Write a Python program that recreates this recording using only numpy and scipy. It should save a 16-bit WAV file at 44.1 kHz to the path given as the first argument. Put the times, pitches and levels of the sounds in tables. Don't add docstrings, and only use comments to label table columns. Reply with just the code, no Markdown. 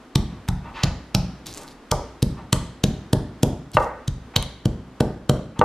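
import sys
import numpy as np
from scipy import signal
from scipy.fft import rfft, irfft, next_fast_len
from scipy.io import wavfile
from scipy.ndimage import map_coordinates

SR = 44100
rng = np.random.default_rng(int(sys.argv[2]) if len(sys.argv) > 2 else 0)


def persist_wave(psi):
    counts = np.round(np.clip(psi, -1, 1) * 32767).astype(np.int16)
    wavfile.write(sys.argv[1], SR, np.atleast_2d(counts).T)


N = 248724

# time_s, thud_db, crunch_db, crunch_body_db, crunch_fizz_db, crunch_pitch_hz
BLOWS = [(0.159, -9.5, -17, 4.5, -3, 3550), (0.4903, -16, -27.5, 11, 5, 3630),
         (0.8388, -15.5, -16, 0.5, -17, 4270), (1.151, -13, -21, 8.5, -3.5, 4870),
         (1.9183, -20, -20, 4.5, 0, 4000), (2.2287, -10, -22.5, 2, 3, 4200),
         (2.5308, -11.5, -15, 3.5, 0, 3170), (2.841, -8, -18, 0.5, -4.5, 6400),
         (3.1335, -7, -21.5, 6, 3.5, 3430), (3.4338, -5.5, -21.5, 3.5, 3.5, 3100),
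         (3.752, -21, -40, 11.5, 7, 4230), (4.0824, -20, -27, -1.5, -1.5, 4015),
         (4.3648, -18, -15, 2, -16, 3380), (4.6583, -10.5, -27.5, 6.5, 1.5, 3900),
         (5.008, -5.5, -25, 17, 0.5, 3395), (5.2972, -4.5, -19.5, 12, 1.5, 3860),
         (5.595, -13.5, -28, 7, -3, 3950)]
def thuds(rise=3.94, release=0.93, board_hz=92, board_width_hz=60):
    out, ms = np.zeros(N), window_ms()
    for time_s, thud_db, *_ in BLOWS:
        contact = contact_ms(time_s, thud_db)
        force = np.exp(-np.logaddexp(-2 * ms / (rise * contact), 2 * ms / (release * contact)))
        push = np.gradient(force)
        add(out, time_s, amp(thud_db) * push / -push.min())
    return filtered(out, lambda hz: resonance(hz, board_hz, board_width_hz) * 1j * hz / board_width_hz)


def contact_ms(time_s, level_db, fresh_ms=1.42, medium_db=-13, hardening=0.62, thinning_per_s=0.063):
    return fresh_ms * amp(-hardening * (level_db - medium_db)) * np.exp(-thinning_per_s * time_s)


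# frequency_hz, level_db
CRUNCH_TONE = [(300, -6.5), (900, -7.5), (2300, -10), (3100, 1), (4000, -4.5), (5200, -4.5), (7000, -6),
               (8200, -11), (10000, -18), (12500, -20.5), (16000, -30)]
def crunches(build_ms=1.28, stop_ms=0.98, touch_ms=6.5, lead_contacts=1.35):
    out, ms = np.zeros(N), window_ms()
    touching = np.clip(ms + touch_ms, 0, 1)
    swell = np.exp(-np.logaddexp(-ms / build_ms, ms / stop_ms))
    faint_edges = amp(-21) * np.exp(-abs(ms) / 4)
    burst = touching * (swell + faint_edges)
    for time_s, thud_db, crunch_db, body_db, fizz_db, pitch_hz in BLOWS:
        crack = coloured(burst * grains(len(ms), spread_db=2), CRUNCH_TONE)
        crack = unit(peaked(crack, pitch_hz, width_hz=900, peak_db=-2))
        crack = coloured(crack, [(1500, body_db), (2800, 0.0067), (6500, 0.0087), (9500, fizz_db + 6)])
        early_s = lead_contacts * contact_ms(time_s, thud_db) / 1000
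        add(out, time_s - early_s, amp(crunch_db - 11) * crack)
    return out


# start_s, level_db, pitch_hz, fade_cycles
SKIN_SNAPS = [(0.4798, -17, 2200, 0.66), (0.8355, -1.5, 4100, 1.35), (0.843, -7.5, 4230, 1.2),
              (1.1488, -2, 3130, 1.7), (1.1496, 5, 5260, 1.5), (1.156, -8.5, 4370, 1.1),
              (1.9162, 3, 5430, 1.36), (2.2223, -10, 4050, 0.6), (2.5291, -1, 8200, 3.1),
              (2.5286, -8, 3320, 1.4), (2.8391, -0.5, 3360, 1.13), (3.426, -20, 4430, 0.63),
              (3.4313, -6, 6560, 2.5), (4.3626, -10, 3600, 2.5), (4.3621, -1.5, 3170, 6.3),
              (4.364, 0, 4040, 3.6), (4.3703, -10, 4000, 1.9), (4.426, -11, 9300, 2),
              (4.4271, -14.5, 3330, 1.9)]
# start_s, level_db, pitch_hz
SEED_POPS = [(1.468, -16, 7340), (1.5283, -24, 5800), (1.5396, -20.5, 6500), (1.547, -22, 7000),
             (1.563, -36.5, 8000), (1.575, -19, 7500), (1.5798, -21.5, 7000), (1.586, -30, 6500),
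             (1.617, -29.5, 6780), (1.635, -28, 9000), (1.679, -27, 4520), (1.686, -29, 4200),
             (3.7176, -28, 8130), (3.744, -24, 4180), (3.845, -26.5, 5960)]
def snaps(roughness=0.21, pop_gain_db=3, pop_cycles=1.4):
    out, ms = np.zeros(N), window_ms()
    pops = [(start_s, db + pop_gain_db, hz, pop_cycles) for start_s, db, hz in SEED_POPS]
    for start_s, level_db, pitch_hz, fade_cycles in SKIN_SNAPS + pops:
        cycles = np.maximum(ms, 0) * pitch_hz / 1000
        click = np.sin(2 * np.pi * cycles) + roughness * rng.standard_normal(len(ms)) * (ms > 0)
        add(out, start_s, amp(level_db) * click * np.exp(-cycles / fade_cycles) / (1 + roughness))
    return out


# time_s, level_db, contact_ms
STONE_CLACKS = [(0.487, -19, 0.49), (0.8357, -22, 0.25), (1.1501, -23, 0.22), (1.923, -7, 0.27),
                (1.93, -19, 0.72), (2.5287, -20, 0.071), (3.7697, -1.5, 0.13), (3.7732, -12, 0.25),
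                (5.614, -2, 0.18), (5.624, -14, 0.3)]
# pitch_hz, level_db, ring_s (time to fade by 60 dB)
BOWL_NOTES = [(500, -6, 0.047), (551, -12.5, 0.054), (621, -3, 0.038), (827.5, -10.5, 0.038),
              (970, -25, 0.34), (944, 10, 0.01), (968, -4.5, 0.027), (1178.6, 8, 0.023),
              (1303, -2.5, 0.017), (1484, -7, 0.095), (1836, -6, 0.053), (2039, -9.5, 0.048),
              (2690, 3, 0.033), (3215, -6.5, 0.027), (3910, -16, 0.061)]
def mortar(crushing, crushing_db=-42, bass_cut_hz=420, spread_s=0.00012):
    drive, ms, t = amp(crushing_db) * crushing, window_ms(), np.arange(SR // 2) / SR
    for time_s, level_db, contact in STONE_CLACKS:
        blow = np.exp(-(ms / contact) ** 2)
        add(drive, time_s, amp(level_db) * blow / blow.sum())
    ring = sum(amp(db - 60 * t / ring_s) * np.sin(2 * np.pi * hz * t) for hz, db, ring_s in BOWL_NOTES)
    ring *= 1 - np.exp(-t / spread_s)
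    bowl = signal.fftconvolve(drive, 0.45 * ring)[:N]
    return signal.sosfilt(signal.butter(3, bass_cut_hz, "high", fs=SR, output="sos"), bowl)


# start_s, pitch_hz, level_db
GRIT_PINGS = [(0.157, 3580, -31), (2.528, 3115, -26), (2.5292, 6300, -34), (2.84, 3820, -32),
              (3.432, 3160, -44), (4.364, 3250, -31)]
def pestle_pings(ring_s=0.067, attack_s=0.00051):
    return sum(amp(db) * ringing(start_s, hz, ring_s, attack_s) for start_s, hz, db in GRIT_PINGS)


# start_s, rise_s, length_s, level_db, pitch_hz
RUB_STROKES = [(0.293, 0.017, 0.031, -55, 1190), (0.628, 0.033, 0.058, -45.5, 1150),
               (0.733, 0.037, 0.13, -37, 1700), (1.548, 0.012, 0.1, -53, 1140),
               (2.36, 0.015, 0.036, -48, 1130), (4.338, 0.0015, 0.0087, -44, 1280),
               (5.553, 0.015, 0.029, -48, 1150)]
def rubs(width_ratio=1.6, muffle_ratio=3.4, hiss_db=-26, release_s=0.033):
    out = np.zeros(N)
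    for start_s, rise_s, length_s, level_db, pitch_hz in RUB_STROKES:
        def tone(hz):
            muffling = 1 / (1 + (hz / (muffle_ratio * pitch_hz)) ** 4)
            return resonance(hz, pitch_hz, width_ratio * pitch_hz) ** 2 * (muffling + amp(hiss_db))
        grit = unit(filtered(rng.standard_normal(N), tone))
        out += amp(level_db) * stroke(start_s, length_s, rise_s, release_s) * grit
    return out


# start_s, length_s, level_db, pitch_hz
PULP_SQUEEZES = [(1.457, 0.02, -36, 4420), (1.488, 0.047, -47.5, 4500), (1.548, 0.04, -42.5, 7600),
                 (1.609, 0.02, -48, 8000), (1.668, 0.053, -51.5, 4500), (3.732, 0.022, -36.5, 4340),
                 (3.795, 0.047, -45.5, 6840)]
# frequency_hz, level_db
JUICE_TONE = [(400, 8.5), (1200, -9.5), (2200, -4), (4000, -1.5), (7300, -8), (10000, -9.5), (13500, -15),
              (16000, -40)]
def squeezes(gain_db=-2, clump_db=2, clumps_per_s=70, attack_s=0.0036, release_s=0.026):
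    clumps = map_coordinates(rng.standard_normal(SR // 20), [np.arange(N) * clumps_per_s / SR], order=1)
    fizz = coloured(grains(N, spread_db=3), JUICE_TONE)
    out = np.zeros(N)
    for start_s, length_s, level_db, pitch_hz in PULP_SQUEEZES:
        squish = unit(peaked(fizz, pitch_hz, width_hz=2000, peak_db=-1))
        out += amp(level_db) * stroke(start_s, length_s, attack_s, release_s) * squish
    return amp(gain_db + clump_db * clumps) * out


# start_s, pitch_hz, level_db
BOARD_NOTES = [(0.161, 209.8, -22), (0.492, 180, -23), (0.837, 180, -20.5), (1.151, 180.4, -17)]
def board_hum(ring_s=0.44, attack_s=0.0017):
    return sum(amp(db) * ringing(start_s, hz, ring_s, attack_s) for start_s, hz, db in BOARD_NOTES)


# pitch_hz, width_hz, level_db
DEEP_NOTES = [(60.94, 3.4, 23), (83.9, 7.6, 8.5), (98.4, 33.6, 9.5), (134.7, 5.9, 12.5), (183.6, 7.5, 2),
              (239, 23, 5), (318, 5.5, -35), (380, 11, 3), (478, 10.7, 9.5), (609, 4.8, 15.5)]
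def boom(thud, counter_hz=39, counter_width_hz=12, counter_db=29, notes_db=-3):
    counter = filtered(thud, lambda hz: resonance(hz, counter_hz, counter_width_hz) ** 2)
    notes = filtered(thud, lambda hz: sum(
        amp(db) * resonance(hz, pitch_hz, width_hz) for pitch_hz, width_hz, db in DEEP_NOTES))
    return amp(counter_db) * counter + amp(notes_db) * notes


# delay_s, level_db
WALL_ECHOES = [(0.0066, -5), (0.0162, -7.5), (0.035, -15.5), (0.038, -15), (0.0726, -12.5), (0.098, -14.5)]
def wall_echoes(sound, muffle_hz=800):
    echoes = sum(amp(db) * np.pad(sound, (round(delay_s * SR), 0))[:N] for delay_s, db in WALL_ECHOES)
    return filtered(echoes, lambda hz: 1 / (1 + (hz / muffle_hz) ** 2))


# frequency_hz, level_db
REVERB_TONE = [(60, 3.5), (200, 2.5), (330, -2), (480, -1), (750, 0.5), (1500, -7.5), (2000, -5),
               (2600, -14.5), (3150, -12.5), (4200, -12), (5500, -11.5), (9000, -14.5), (11500, -11),
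               (13000, -21)]
# frequency_hz, ring_s (time to fade by 60 dB)
REVERB_TIMES = [(60, 0.22), (160, 0.7), (420, 0.57), (1100, 0.45), (1800, 0.81), (3000, 0.63), (7500, 0.48),
                (11000, 0.34), (14000, 0.2)]
def reverb(sound, build_s=0.001, early_s=0.03):
    out, sound = np.zeros((2, N + 2 * SR)), coloured(sound, REVERB_TONE)
    edges = [0] + [round((time_s - early_s) * SR) for time_s, *_ in BLOWS[1:]] + [N]
    for start, end in zip(edges, edges[1:]):
        hz, t, noise = signal.stft(rng.standard_normal((2, SR // 2)), SR, nperseg=256)
        ring_s = curve_at(REVERB_TIMES, hz)[:, None]
        _, tail = signal.istft(noise * amp(-60 * t / ring_s) / np.sqrt(ring_s), SR, nperseg=256)
        age_s = np.arange(tail.shape[1]) / SR
        tail *= 1 - np.exp(-(age_s / build_s) ** 2)
        tail = spread_out(tail / np.linalg.norm(tail[0]))
        wash = signal.fftconvolve(sound[None, start:end], tail, axes=1)
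        out[:, start:start + wash.shape[1]] += wash
    return out[:, :N]


def scattered(pair, jitter_ms=0.059, changes_per_s=400):
    samples = np.arange(N)
    wobble = map_coordinates(rng.standard_normal(SR // 4), [samples * changes_per_s / SR])
    shifted = samples + wobble * jitter_ms * SR / 1000
    return np.array([map_coordinates(channel, [shifted]) for channel in pair])


# frequency_hz, level_db
HUM_TONE = [(25, -17), (42, 0), (75, -22), (110, -12.5), (170, -14.5), (250, 0), (340, -7), (600, -12.5),
            (1230, -14.5), (2300, -23.5), (3600, -27.5), (7000, -37), (11300, -45), (14000, -50)]
def room_hum(level_db=-46, waver_db=1, sink_db_per_s=0.5):
    drift = map_coordinates(rng.standard_normal(40), [np.linspace(0, 38, N)])
    level = amp(level_db + waver_db * drift - sink_db_per_s * np.arange(N) / SR)
    return level * unit(spread_out(coloured(rng.standard_normal((2, N)), HUM_TONE)))


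# frequency_hz, side_db
ROOM_WIDTH = [(100, -55), (300, -17.5), (1000, -15), (2500, -8.5), (6000, -2.5), (12000, 4.5)]
def spread_out(pair):
    mid, side = pair[0], coloured(pair[1], ROOM_WIDTH)
    return np.array([mid + side, mid - side])


def amp(db):
    return 10 ** (np.asarray(db) / 20)


def unit(x):
    return x / np.sqrt(np.mean(x ** 2) + 1e-20)


def curve_at(points, hz):
    frequencies, values = np.transpose(points)
    return np.interp(np.log(hz + 1), np.log(frequencies + 1), values)


def filtered(x, response):
    n = x.shape[-1]
    padded = next_fast_len(n + min(n, SR))
    return irfft(rfft(x, padded) * response(np.fft.rfftfreq(padded, 1 / SR)), padded)[..., :n]


def coloured(x, points):
    return filtered(x, lambda hz: amp(curve_at(points, hz)))


def resonance(hz, pitch_hz, width_hz):
    return 1j * hz * width_hz / (pitch_hz ** 2 - hz ** 2 + 1j * hz * width_hz)


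def peaked(x, pitch_hz, width_hz, peak_db):
    return filtered(x, lambda hz: 1 + amp(peak_db) * resonance(hz, pitch_hz, width_hz))


def ringing(start_s, pitch_hz, ring_s, attack_s):
    age_s = np.maximum(np.arange(N) / SR - start_s, 0)
    return np.sin(2 * np.pi * pitch_hz * age_s) * amp(-60 * age_s / ring_s) * (1 - np.exp(-age_s / attack_s))


def stroke(start_s, length_s, attack_s, release_s):
    age_s = np.arange(N) / SR - start_s
    return np.clip(age_s / attack_s, 0, 1) * np.exp(-np.maximum(age_s - length_s, 0) / release_s)


def grains(n, spread_db):
    return unit(rng.standard_normal(n) * amp(spread_db * rng.standard_normal(n)))


def window_ms(size=2048):
    return (np.arange(size) - size // 2) / SR * 1000


def add(track, time_s, sound):
    start = round(time_s * SR) - len(sound) // 2
    part = track[start:start + len(sound)]
    part += sound[:len(part)]


# frequency_hz, side_db
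CLOSE_WIDTH = [(100, -42), (400, -33), (1000, -21.5), (2200, -24.5), (4000, -15.5), (8000, -7),
               (12000, -4.5)]
def scene(scrape_ring_db=10):
    thud, pulp, scrape = thuds(), crunches() + snaps(), rubs()
    bowl = mortar(pulp + amp(scrape_ring_db) * scrape)
    close = thud + pulp + scrape + bowl + pestle_pings() + squeezes()
    side = filtered(close, lambda hz: 1j * amp(curve_at(CLOSE_WIDTH, hz)))
    room = wall_echoes(close) + boom(thud) + scattered(reverb(close)) + room_hum()
    return close + np.array([side, -side]) + board_hum() + room


def record(dry, ceiling=0.96, rolloff_hz=14500, top_hz=16200):
    rounded = dry / (1 + np.abs(dry / ceiling) ** 8) ** (1 / 8)
    return filtered(rounded, lambda hz: (hz < top_hz) / (1 + (hz / rolloff_hz) ** 20))


dry = scene()
out = record(dry)
persist_wave(out)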